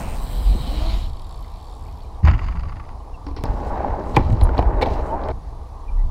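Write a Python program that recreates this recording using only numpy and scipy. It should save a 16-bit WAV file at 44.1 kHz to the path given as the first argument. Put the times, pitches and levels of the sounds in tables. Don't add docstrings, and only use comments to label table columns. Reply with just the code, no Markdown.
import sys
import numpy as np
from scipy import signal
from scipy.fft import rfft, irfft, next_fast_len
from scipy.io import wavfile
from scipy.ndimage import uniform_filter1d, map_coordinates

SR = 44100
rng = np.random.default_rng(int(sys.argv[2]) if len(sys.argv) > 2 else 0)


def persist_wave(psi):
    counts = np.round(np.clip(psi, -1, 1) * 32767).astype(np.int16)
    wavfile.write(sys.argv[1], SR, np.atleast_2d(counts).T)


def how_loud(loudness_db):
    steps = np.asarray(loudness_db, float) / 20
    return 10 ** steps


N = 269010

# (time [s], time [s])
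SCENE_CHANGES = (3.437, 5.32)


def clock():
    return np.arange(N) / SR


def white():
    return rng.standard_normal(N)


def unit(x):
    return x / np.sqrt(np.mean(x ** 2) + 1e-20)


def curves(rows):
    s, *cols = np.transpose(rows)
    t = clock()
    gate = (t >= s[0]) * np.clip((s[-1] - t) / 0.0022, 0, 1)
    return [np.interp(t, s, c) for c in cols] + [gate]


def wobble(rate):
    knots = rng.standard_normal(int(N * rate / SR) + 4)
    return map_coordinates(knots, [np.arange(N) * rate / SR])


def swell(s, db, t60, rise):
    since = np.clip(clock() - s, 0, None)
    return how_loud(db - 60 * since / t60) * (1 - np.exp(-since / rise))


def touches(rows):
    t = clock()
    return sum(how_loud(db) * np.exp(-((t - s) / half) ** 2) for s, half, db in rows)


def filtered(x, response):
    m = next_fast_len(N + SR // 2)
    return irfft(rfft(x, m) * response(np.fft.rfftfreq(m, 1 / SR)), m)[:N]


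def coloured(x, spectrum):
    f, db = np.transpose(spectrum)
    return unit(filtered(x, lambda hz: how_loud(np.interp(np.log(hz + 1), np.log(f + 1), db))))


def resonant(x, modes, steep=1.42):
    def response(f):
        g = 0
        for k, (c, w, db) in enumerate(modes):
            g = g + (-1) ** k * how_loud(db / steep) * 1j * f * w / (c * c - f * f + 1j * f * w)
        g = g * np.abs(g) ** (steep - 1)
        return g / np.sqrt(np.mean(np.abs(g) ** 2))
    return filtered(x, response)


def rush(spectrum, patchy_db, grain_db=0, grain_hz=300):
    z = signal.stft(white() * how_loud(grain_db * wobble(grain_hz)), nperseg=512)[2]
    field = uniform_filter1d(rng.standard_normal(z.shape), 6, 0)
    field = uniform_filter1d(field, 10, 1)
    patchy = signal.istft(z * how_loud(patchy_db * unit(field)), nperseg=512)[1][:N]
    return coloured(patchy, spectrum)


def bursts(times, db, t60, rise=0.0013):
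    t = np.arange(SR // 8) / SR
    shape = how_loud(np.c_[db] - 60 * t / np.clip(np.c_[t60], .003, .2)) * (1 - np.exp(-t / rise))
    at = np.round(np.c_[times] * SR).astype(int) + np.arange(len(t))
    return np.bincount(at.ravel(), shape.ravel(), N + SR)[:N] * white()


def passing():
    # (time [s], level [dB])
    nearness = [(0.0, -54), (0.34, -47.5), (0.6, -44), (0.81, -39), (0.96, -40.5), (1.05, -48.5),
                (1.13, -61), (2.04, -66), (2.2, -65)]
    tyre_db, gate = curves(nearness)
    return gate * (tyres(tyre_db) + hub_buzz()) + tread_hum() + wheel_leaving()


def tyres(tyre_db):
    # (frequency [Hz], level [dB per Hz])
    deck_colour = [(88, -12), (150, 4), (216, 0.5), (315, -5.5), (450, -9), (631, -6), (710, -2.5),
                   (1600, -18), (2080, -19.5), (3520, -120)]
    # (frequency [Hz], level [dB per Hz])
    hiss_colour = [(760, -18), (1300, -30), (1460, -23), (2330, -1), (2690, -3.5), (3100, 3), (3510, -1.5),
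                   (3900, 6.5), (4450, 1), (5200, -9), (5710, -14.5), (7000, -18), (9100, -52),
                   (15400, -120)]
    earlier_boom = how_loud(-32 - 60 * clock() / 1.17)
    deck = (how_loud(tyre_db + 4) + earlier_boom) * rush(deck_colour, patchy_db=-1.0)
    return deck + how_loud(tyre_db) * rush(hiss_colour, patchy_db=2.5, grain_db=1.0)


def hub_buzz():
    # (frequency [Hz], level [dB per Hz])
    beside = [(2940, -52), (5000, -9), (5930, -10), (6760, -19), (7600, 1), (8500, -0.5), (11500, -10),
              (12900, -5), (15200, -6), (16000, -12)]
    # (frequency [Hz], level [dB per Hz])
    arriving = [(2940, -36), (5000, -3.5), (7040, -4.5), (7560, -3), (8820, 2), (10200, -11), (14500, -7),
                (15800, -9)]
    # (frequency [Hz], level [dB per Hz])
    departing = [(3290, -30), (5600, 2), (5670, -12), (7230, -4), (7590, -6), (8170, -6), (15800, -15)]
    # (time [s], half length [s], level [dB])
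    spring_rings = [
        (.36, .07, -8),
        (.45, .015, -10),
        (.95, .012, -5),
        (1.869, .04, -4),
    ]
    t = clock()
    takeoff_s, lift_s = 1, 0.12
    hub_db = -48.5 - 4.5 * t - 13.5 * np.clip((t - takeoff_s) / lift_s, 0, 1)
    teeth = np.cumsum(125 + 12 * wobble(12)) / SR % 1
    pawls = white() * (0.27 + np.exp(-teeth / 0.25)) * how_loud(0.8 * wobble(39.7))
    come, gone = ((1 + np.tanh((t - s) / .05)) / 2 for s in (0.2, 0.79))
    buzz = (come - gone) * coloured(pawls, beside)
    buzz += (1 - come) * how_loud(0.5) * coloured(pawls, arriving)
    buzz += gone * how_loud(0.5) * coloured(pawls, departing)
    buzz += how_loud(1.5 * wobble(5.5)) * touches(spring_rings) * resonant(white(), [(13000, 250, 0)])
    return how_loud(hub_db) * buzz


def tread_hum():
    # (time [s], knob rate [Hz], level [dB], overtone level [dB])
    knobs = [(.33, 250.5, -55, -55), (.4, 256.3, -42, -50), (.52, 244, -48, -49), (.62, 249.6, -57, -46),
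             (.68, 258.6, -32, -47), (.718, 265, -38, -47), (.735, 305.6, -37, -56), (.82, 318, -39, -46),
             (.96, 331.5, -40, -47), (1.02, 332.4, -63, -62)]
    knob_hz, hum_db, over_db, _ = curves(knobs)
    turn = 2 * np.pi * np.cumsum(knob_hz * (1 + 0.0143 * wobble(40))) / SR
    second = how_loud(over_db + 2.5) + how_loud(-38 - 4000 * (clock() - .85) ** 2)
    hum = how_loud(hum_db + 1.7 * wobble(25.06)) * np.sin(turn) + second * np.sin(2 * turn)
    hum += how_loud(over_db - 0.5 + 2.9 * wobble(20.0)) * np.sin(3 * turn)
    return hum + how_loud(over_db - 7.5 + 2.7 * wobble(16)) * np.sin(4 * turn)


def wheel_leaving():
    # (frequency [Hz], width [Hz], level [dB])
    edge_modes = [(1930, 250, -4), (2580, 760, 0)]
    fade = how_loud(-47) / (1 + (clock() / 0.17) ** 6)
    return fade * unit(resonant(white(), edge_modes))


def freewheel():
    # (time [s], teeth passed [count])
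    coasting = [(1.06, 0), (1.169, 3), (1.292, 8), (1.4404, 17), (1.5567, 23), (1.779, 39), (1.8939, 47),
                (2.05, 57)]
    # (level at take-off [dB], fade [dB per s], swing [dB], faces the microphone at [s])
    facing = [
        (-50, 7.5, 3, 1.285),
        (-55.5, 6, 2, 1.47),
        (-45.5, 9, -1.5, 1.45),
    ]
    # (frequency [Hz], width [Hz], level [dB])
    pawl_modes = [(7500, 710, 3), (10200, 1100, -3)]
    # (frequency [Hz], width [Hz], level [dB])
    spring_modes = [(12500, 770, 2), (13700, 700, -8)]
    # (frequency [Hz], width [Hz], level [dB])
    shell_modes = [(2400, 400, -6), (3250, 300, 0.5), (3680, 320, 4), (4490, 160, 8), (5250, 440, -3)]
    turn_s = 0.49
    when, teeth = np.transpose(coasting)
    s = np.interp(np.arange(teeth[-1] + 1), teeth, when)
    luck = rng.standard_normal((len(s), 4))
    s = s + 0.00077 * luck[:, 0]
    levels = []
    for k, (db, fade_db, swing_db, at) in enumerate(facing):
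        swing = swing_db * np.cos(2 * np.pi * (s - at) / turn_s)
        levels.append(db - fade_db * (s - s[0]) + swing + 2.0 * luck[:, k + 1])
    pawl_db, spring_db, shell_db = levels
    pawl = resonant(bursts(s, pawl_db - 0.5, 0.013 + 0 * s, rise=0.00033), pawl_modes)
    spring = resonant(bursts(s, spring_db + 1, 0.011 + 0 * s, rise=.0003), spring_modes)
    shell = resonant(bursts(s + 0.0009, shell_db + 2, 0.022 + 0 * s, rise=0.00078), shell_modes, steep=1.5)
    return pawl + spring + shell


def chain():
    # (time [s], peak level [dB], link level [dB])
    slaps = [(2.2326, -33, -16), (2.2482, -19, -14.5), (2.2608, -23, -26), (2.271, -14, -20),
             (2.2748, -16, -26), (2.2815, -10.5, -27), (2.2965, -23.5, -23), (2.309, -28, -15),
             (2.331, -29, -20), (2.337, -31, -21), (2.3455, -28, -20), (2.3614, -45, -13),
             (2.378, -34, -11), (2.3873, -33, -17), (2.39, -25, -20), (2.4135, -30, -14),
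             (2.4214, -36, -14), (2.4314, -37, -12), (2.441, -31.5, -12), (2.462, -31, -12),
             (2.475, -34, -15), (2.4833, -28, -18), (2.51, -32.5, -14), (2.522, -31, -16),
             (2.5526, -30, -16), (2.569, -33, -16), (2.593, -34, -13), (2.6044, -36.5, -13.5),
             (2.6314, -33, -14), (2.6525, -35.5, -16), (2.6748, -42, -13), (2.684, -34, -15),
             (2.693, -41, -12), (2.7212, -34, -18), (2.756, -36.5, -16), (2.7654, -40, -16),
             (2.795, -34, -16), (2.8379, -44, -10), (2.8499, -42, -10), (2.8858, -40, -16),
             (2.917, -47, -9)]
    # (time [s], level [dB], t60 [s])
    rattle = [
        (2.255, -30, .2),
        (2.38, -48, 1.1),
    ]
    # (frequency [Hz], width [Hz], level [dB])
    stay_modes = [(904, 616, 5), (1430, 820, 4.5), (1880, 530, 5.5), (2376, 850, -1), (2750, 430, -0.5)]
    # (frequency [Hz], width [Hz], level [dB])
    link_modes = [(3560, 380, 0), (4770, 680, 6.5), (6450, 500, -1.5), (7200, 250, -2)]
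    s, db, link_db = np.transpose(slaps)
    t60 = 0.036 * how_loud(1.5 * rng.standard_normal(len(s)))
    clusters = how_loud(2.5 * wobble(250))
    stay = resonant(clusters * bursts(s, db - 0.5, t60, rise=0.0015), stay_modes, steep=1.43)
    links = resonant(clusters * bursts(s, db + link_db - 1.5, t60 * 0.9, rise=0.002), link_modes, steep=2.2)
    chatter = sum(swell(*row, rise=.015) for row in rattle) * how_loud(4.5 * wobble(120)) * white()
    stay += resonant(chatter, stay_modes, steep=1.43)
    return stay + links + how_loud(-15) * resonant(chatter, link_modes, steep=1.6)


def ramp():
    # (time [s], load [dB])
    load = [(3.44, -29), (3.57, -30), (3.79, -25.5), (4.146, -30.5), (4.23, -32), (4.702, -26.5),
            (5.14, -27.5), (5.32, -27.5)]
    # (frequency [Hz], level [dB per Hz])
    rumble_colour = [(88, -5.5), (150, -8), (326, -5), (404, -4.5), (515, -6.5), (609, -2), (742, -8),
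                     (814, -2), (1400, -22), (1820, -66), (3080, -120)]
    # (frequency [Hz], level [dB per Hz])
    scrape_colour = [(650, -12), (1100, 1), (1360, -22), (1470, -1), (1560, -5), (1980, -9.5),
                     (3400, -33.5), (4420, -53), (7480, -120)]
    # (frequency [Hz], level [dB per Hz])
    grit_colour = [(1650, -7), (2800, -1), (3570, -7), (3890, -1.5), (4180, -4), (5370, -8), (11200, -30.5),
                   (12600, -23), (15500, -29)]
    # (time [s], half length [s], level [dB])
    slides = [(3.618, 0.33, -58.5), (4.224, 0.18, -56), (4.925, 0.04, -49), (4.99, .025, -56),
              (4.865, .012, -50), (4.44, .03, -58), (4.6, .04, -60), (5.075, 0.073, -65)]
    # (time [s], level [dB], t60 [s])
    slam = (4.163, -13, 0.1)
    load_db, gate = curves(load)
    judder = wobble(35)
    shaking = how_loud(load_db + 0.2 * judder) + swell(*slam, rise=0.0037)
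    rumble = shaking * rush(rumble_colour, patchy_db=2.0, grain_db=0.87, grain_hz=125.3)
    scrape_db = -49.5 + 1.95 * (load_db + 30.5)
    scrape = how_loud(scrape_db + 0.79 * judder) * rush(scrape_colour, patchy_db=0.5, grain_db=2.5)
    grit = (how_loud(-65.5) + touches(slides)) * how_loud(0.33 * judder)
    return gate * (rumble + scrape + grit * rush(grit_colour, patchy_db=0.8, grain_db=2.5))


def knocks():
    # (time [s], panel level [dB], frame level [dB], pedal level [dB])
    close_blows = [(3.437, -17.5, -45, -45), (4.145, -24, -42, -40), (4.149, -22, -40, -38),
                   (4.153, -24, -42, -40), (4.162, -22, -16.5, -28), (4.166, 2, -16.5, -31),
                   (4.196, -24, -40, -53), (4.226, -25, -47, -47), (4.248, -29, -44, -54),
                   (4.301, -27, -36, -49), (4.325, -32, -37, -47), (4.411, -11, -35, -31),
                   (4.49, -14, -41, -64), (4.532, -28, -43, -55), (4.546, -27, -42, -52),
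                   (4.569, -23, -33, -58), (4.578, -10.5, -38, -26.5), (4.589, -3.5, -25.5, -48),
                   (4.624, -13, -30.5, -49), (4.809, -27, -42, -52), (4.813, -14.5, -24, -36),
                   (4.818, -33, -24, -29), (4.822, -20, -28, -23), (4.827, -10, -26, -22),
                   (4.833, -16, -28, -34), (4.859, -14, -27, -40), (4.885, -30, -38, -46),
                   (4.905, -31, -40, -48), (5.215, -26, -48, -50), (5.236, -38, -42, -41),
                   (5.285, -18, -32, -43), (5.302, -26, -46, -46), (5.31, -28, -48, -47),
                   (5.316, -28, -46, -46)]
    # (time [s], panel level [dB], frame level [dB], coping level [dB])
    far_blows = [(3.265, -25, -39, -39.5), (3.284, -21, -49, -49), (3.31, -27, -54, -50),
                 (3.364, -20, -37.5, -36.5), (3.372, -32, -47, -50), (3.385, -21, -46, -49),
                 (3.409, -22, -50, -46), (3.439, -28, -50, -42), (3.454, -15.5, -53, -38)]
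    # (time [s], level [dB])
    steel_cracks = [(4.162, -42), (4.166, -35), (4.302, -48), (4.412, -46), (4.812, -56), (4.823, -42),
                    (5.284, -52)]
    # (frequency [Hz], width [Hz], level [dB])
    panel_modes = [(300, 234, 0.5), (496, 140, 4), (800, 207, 1), (1074, 276, -5.5)]
    # (frequency [Hz], width [Hz], level [dB])
    frame_modes = [(1330, 310, -3), (1940, 350, -1), (2320, 170, 2), (2950, 780, -9)]
    # (frequency [Hz], width [Hz], level [dB])
    pedal_modes = [(3700, 1180, 2), (4520, 1010, 0.5), (5270, 290, -4)]
    # (frequency [Hz], width [Hz], level [dB])
    coping_modes = [(4270, 590, 0.5), (5510, 480, -3)]
    # (frequency [Hz], width [Hz], level [dB])
    crack_modes = [(7100, 2600, 6), (12200, 4600, -21)]
    s, panel_db, frame_db, high_db = np.transpose(close_blows + far_blows)
    ring_s, near = 0.023, len(close_blows)
    t60 = ring_s + 0 * s

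    def ping(k, modes):
        return resonant(bursts(s[k], high_db[k] + 5.0, t60[k] * 0.55, rise=0.00065), modes, steep=1.45)

    wood = resonant(bursts(s, panel_db - 3.0, t60 * 1.24, rise=0.0014), panel_modes)
    steel = resonant(bursts(s, frame_db + 2.5, t60), frame_modes, steep=1.0)
    steel = steel + ping(slice(near), pedal_modes) + ping(slice(near, None), coping_modes)
    at, crack_db = np.transpose(steel_cracks)
    at, crack_db = np.r_[s, at], np.r_[(frame_db + high_db) / 2 - 37, crack_db]
    return wood + steel + resonant(bursts(at, crack_db + 1.0, ring_s * 0.57 + 0 * at, rise=.0002), crack_modes)


def thuds():
    # (time [s], level [dB], frequency [Hz], t60 [s])
    ringing_blows = [(2.23, -10, 95.3, 0.06), (2.475, -7, 50, 0.15), (3.266, -28, 290, 0.22),
                     (3.366, -31.5, 300, 0.34), (3.494, -8.5, 47, 0.18), (3.776, -12, 800, 0.021),
                     (3.805, -11, 700, 0.025), (3.846, -10.5, 810, 0.025), (3.884, -17, 854, 0.031),
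                     (4.171, -2.5, 110.7, 0.055), (4.172, -8, 805, 0.035), (4.193, -1, 58, 0.074),
                     (4.304, -10, 68.6, 0.078), (4.33, -3, 111, 0.049), (4.418, -5, 78.6, 0.12),
                     (2.236, -15, 149, 0.27), (2.55, -27.5, 171, .3), (1.447, -45, 2035, 0.023),
                     (1.86, -48, 2296, 0.032), (1.885, -47, 2500, .03), (2.045, -51, 2400, 0.045),
                     (2.147, -57, 3680, .05), (4.427, -0.5, 33.5, 0.17), (4.491, -17, 840, .025),
                     (4.492, -21.5, 1430, 0.017), (4.553, -29, 1380, .02), (4.432, -15, 840, 0.023),
                     (4.452, -21, 1000, .02), (4.59, -10, 720, 0.036), (4.587, -28, 2900, 0.017),
                     (4.471, -15, 910, 0.02), (4.588, -12.5, 120, 0.076), (4.167, -11, 2400, 0.022),
                     (4.827, -20, 2290, 0.04), (4.827, -23, 3680, 0.022), (4.821, -27, 4500, 0.015),
                     (.55, -16.5, 212, 0.066), (0.553, -25.5, 330, 0.068), (.605, -17.5, 106, 0.058),
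                     (4.196, -10, 260, 0.042), (4.325, -19, 242, .06), (5.128, -16, 660, 0.05),
                     (5.148, -15, 730, 0.029), (4.822, -14, 840, 0.078), (4.826, -12, 505, 0.087),
                     (2.2395, -6, 70, .3),
        (2.274, -5, 58, .2),
        (2.334, -4, 46, .12),
        (3.785, -16, 60, .08),
        (4.452, -9, 38, .15),
        (4.632, -12, 48, .12),
                     (2.635, -33, 1150, .06), (2.655, -33, 1150, .06), (2.721, -33, 1160, .06),
                  (2.799, -33, 1150, .07), (2.417, -29, 1060, .06), (2.485, -32, 1100, .06),
                  (3.762, -20, 690, .03), (3.81, -15, 720, .025), (3.828, -20, 800, .025),
                  (3.862, -19, 620, .03), (3.903, -22, 760, .03)]
    out = np.zeros(N + SR)
    t = np.arange(SR // 3) / SR
    for s, db, hz, t60 in ringing_blows:
        cycles = hz * t
        gain = how_loud(db - 60 * t / t60) * (1 - np.exp(-cycles / 0.19))
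        out[round(s * SR):][:len(t)] += gain * np.sin(2 * np.pi * cycles * (1 - 0.44 * t))
    return out[:N]


def scuffs():
    # (time [s], level [dB], t60 [s])
    skids = [
        (4.434, -30, 0.03),
        (4.439, -41, 0.025),
        (4.444, -50, .02),
    ]
    # (time [s], level [dB])
    spoke_ticks = [(4.4125, -43), (4.578, -54), (4.163, -50)]
    rubber_modes = [(9000, 1600, 2), (10600, 1500, 9), (13800, 1800, -24)]  # (Hz, width Hz, dB)
    skid = resonant(bursts(*np.transpose(skids), rise=0.0018), rubber_modes, steep=2.0)
    s, db = np.transpose(spoke_ticks)
    return skid + resonant(bursts(s, db, .006 + 0 * s, rise=.0003), [(10300, 2500, 0), (13500, 3000, -3)])


def brushing():
    # (time [s], level [dB], t60 [s])
    grinds = [(3.265, -51, .18), (3.365, -47, 0.25), (3.44, -45, 0.1), (5.238, -52, .2), (4.59, -48, .12),
              (4.413, -52, .1)]
    # (frequency [Hz], width [Hz], level [dB])
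    peg_modes = [(2100, 900, -2), (4370, 980, -3), (5380, 600, -4)]
    # (time [s], half length [s], level [dB])
    strokes = [(3.58, .12, -68.5), (3.683, 0.021, -61), (4.445, 0.012, -58), (4.104, 0.063, -62),
               (4.327, 0.0089, -54), (4.925, 0.025, -63), (5.072, 0.057, -63)]
    # (frequency [Hz], level [dB per Hz])
    cloth_colour = [(3500, -30), (5500, -3), (7500, 2), (10000, -4), (14000, -15), (16000, -11)]
    stutter = white() * how_loud(2.5 * wobble(150))
    grind = sum(swell(*row, rise=0.0036) for row in grinds) * unit(resonant(stutter, peg_modes, steep=1.5))
    return grind + touches(strokes) * rush(cloth_colour, patchy_db=0.0, grain_db=1.2)


def squeaks():
    # (time [s], length [s], start frequency [Hz], end frequency [Hz], level [dB])
    chirps = [(3.137, 0.025, 2840, 2600, -50), (5.88, 0.023, 2440, 2350, -47),
              (5.97, 0.058, 1890, 2030, -56), (5.91, .02, 2400, 2350, -62), (3, 0.019, 2800, 3200, -63),
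              (5.1, 0.063, 850, 960, -23.5), (.668, 0.04, 3110, 3050, -45), (.795, .05, 3300, 3150, -46),
              (4.443, 0.018, 4000, 3950, -54), (4.587, 0.013, 3960, 3940, -44),
              (4.777, .012, 3850, 3800, -55), (5.092, .025, 2950, 3100, -55)]
    # (time [s], length [s], start frequency [Hz], end frequency [Hz],
    # level [dB])
    drones = [
        (.43, .135, 45.5, 48, -10),
        (5.889, .2, 36, 29, -10.5),
        (4.735, .085, 44, 40, -14),
    ]
    out = np.zeros(N)
    for s, length, start_hz, end_hz, db in chirps + drones:
        u = np.linspace(0, 1, round(length * SR))
        hz = start_hz + (end_hz - start_hz) * u
        gain = how_loud(db + 0.5) * np.abs(np.sin(np.pi * u)) ** 0.6
        out[round(s * SR):][:len(u)] += gain * np.sin(2 * np.pi * np.cumsum(hz) / SR)
    return out


def splices():
    # (time [s], level [dB], frequency [Hz], t60 [s])
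    cut_rings = [
        (3.4384, -14, 92, 0.067),
    ]
    t = clock()
    return sum((t >= s) * how_loud(db - 60 * np.abs(t - s) / t60) * np.cos(2 * np.pi * hz * (t - s))
               for s, db, hz, t60 in cut_rings)


def park(x):
    # (delay [s], level [dB])
    walls = [
        (0.018, -26),
        (0.029, -18),
        (.046, -16),
    ]
    t = np.arange(SR // 4) / SR
    tail = how_loud(-39.5 - 60 * t / 0.29) * (t > .005)
    for delay, db in walls:
        tail = tail + how_loud(db - 45.0 - 60 * np.clip(t - delay, 0, 1) / 0.0055) * (t > delay)
    echo = signal.fftconvolve(x, tail * rng.standard_normal(len(t)))[:N]
    return x + filtered(echo, lambda hz: 1 / (1 + 1j * hz / 5000) ** 2)


def wind():
    # (time [s], strength [dB])
    gusts = [(0.0, -32.5), (0.08, -25), (0.39, -23), (0.51, -23), (0.63, -23.5), (0.95, -18), (1.31, -33.5),
             (2.17, -31), (2.4, -21.5), (3.06, -35), (3.53, -26), (4.06, -29.5), (4.25, -21), (4.67, -18),
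             (5.01, -26.5), (5.83, -34), (5.91, -27), (6.1, -23)]
    # (frequency [Hz], level [dB per Hz])
    slow_colour = [(8.8, -21.5), (15, -2), (38, 0.5), (70, -4), (91, -27.5), (150, -120)]
    # (frequency [Hz], level [dB per Hz])
    flutter_colour = [(32, -37), (55, -3.5), (83, 4.5), (167, -12.5), (260, -17.5), (400, -25.5),
                      (570, -120)]
    # (time [s], level [dB], t60 [s])
    booms = [(0.491, -20, 0.3), (2.236, -17.5, 0.94), (3.489, -26, 0.24), (4.166, -8.5, 0.26),
             (4.29, -16.5, 0.66), (4.42, -17.5, 0.28), (4.59, -20, 0.56)]
    slow_db, _ = curves(gusts)
    slow = how_loud(slow_db) * rush(slow_colour, patchy_db=-1.0)
    calm_db, cap_db = -30, -26.5
    strength = how_loud(-38 + (np.minimum(slow_db, cap_db) - calm_db))
    strength = strength + sum(swell(*row, rise=0.0061) for row in booms)
    return slow + strength * unit(how_loud(2.3 * wobble(14)) * rush(flutter_colour, patchy_db=0.5))


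def city():
    # (frequency [Hz], level [dB per Hz])
    city_colour = [(88, -47.5), (150, -16), (197, -17), (254, -7), (368, -8.5), (466, -4.5), (560, -8.5),
                   (821, -1), (1160, -5), (1330, -21.5), (1560, -23), (2950, -31), (4200, -27.5),
                   (7320, -36), (11000, -42.5), (16000, -47)]
    return how_loud(-45 + 0.15 * wobble(3.65)) * rush(city_colour, patchy_db=1.2)


def camera():
    # (frequency [Hz], start [share of a frame], length [share of a frame], level [dB])
    whines = [
        (10718, .575, .5, -71),
        (8925, .19, .11, -67),
    ]
    t = clock()
    frame_hz, fast_hz, late = 25, 50, .115
    fall_s, quiet_s = SCENE_CHANGES
    middle = (t > fall_s) & (t < quiet_s)
    rate = np.where(middle, fast_hz, frame_hz)
    frames = np.where(middle, (t - fall_s) * fast_hz - late, t * frame_hz)
    out = np.zeros(N)
    for hz, start, length, db in whines:
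        since = (frames - start) % 1
        gate = uniform_filter1d((since < length) * 1., size=60)
        out += how_loud(db - 5 * middle) * gate * np.sin(2 * np.pi * hz * since / rate)
    return out


def scene():
    hits = park(freewheel() + chain() + knocks()) + thuds() + scuffs() + brushing()
    hits = hits * np.clip((SCENE_CHANGES[1] - clock()) / .003, 0, 1)
    return (passing() + hits + ramp() + squeaks() + wind() + city() + camera())[None]


def band_limit(x):
    return signal.sosfilt(signal.butter(12, 16480, fs=SR, output="sos"), x)


def record(dry):
    ceiling = .95
    mix = filtered(dry[0], lambda hz: hz < 15830)[None] + splices()
    mix = mix / (1 + np.abs(mix / ceiling) ** 8) ** (1 / 8)
    return band_limit(mix)


dry = scene()
out = record(dry)
persist_wave(out)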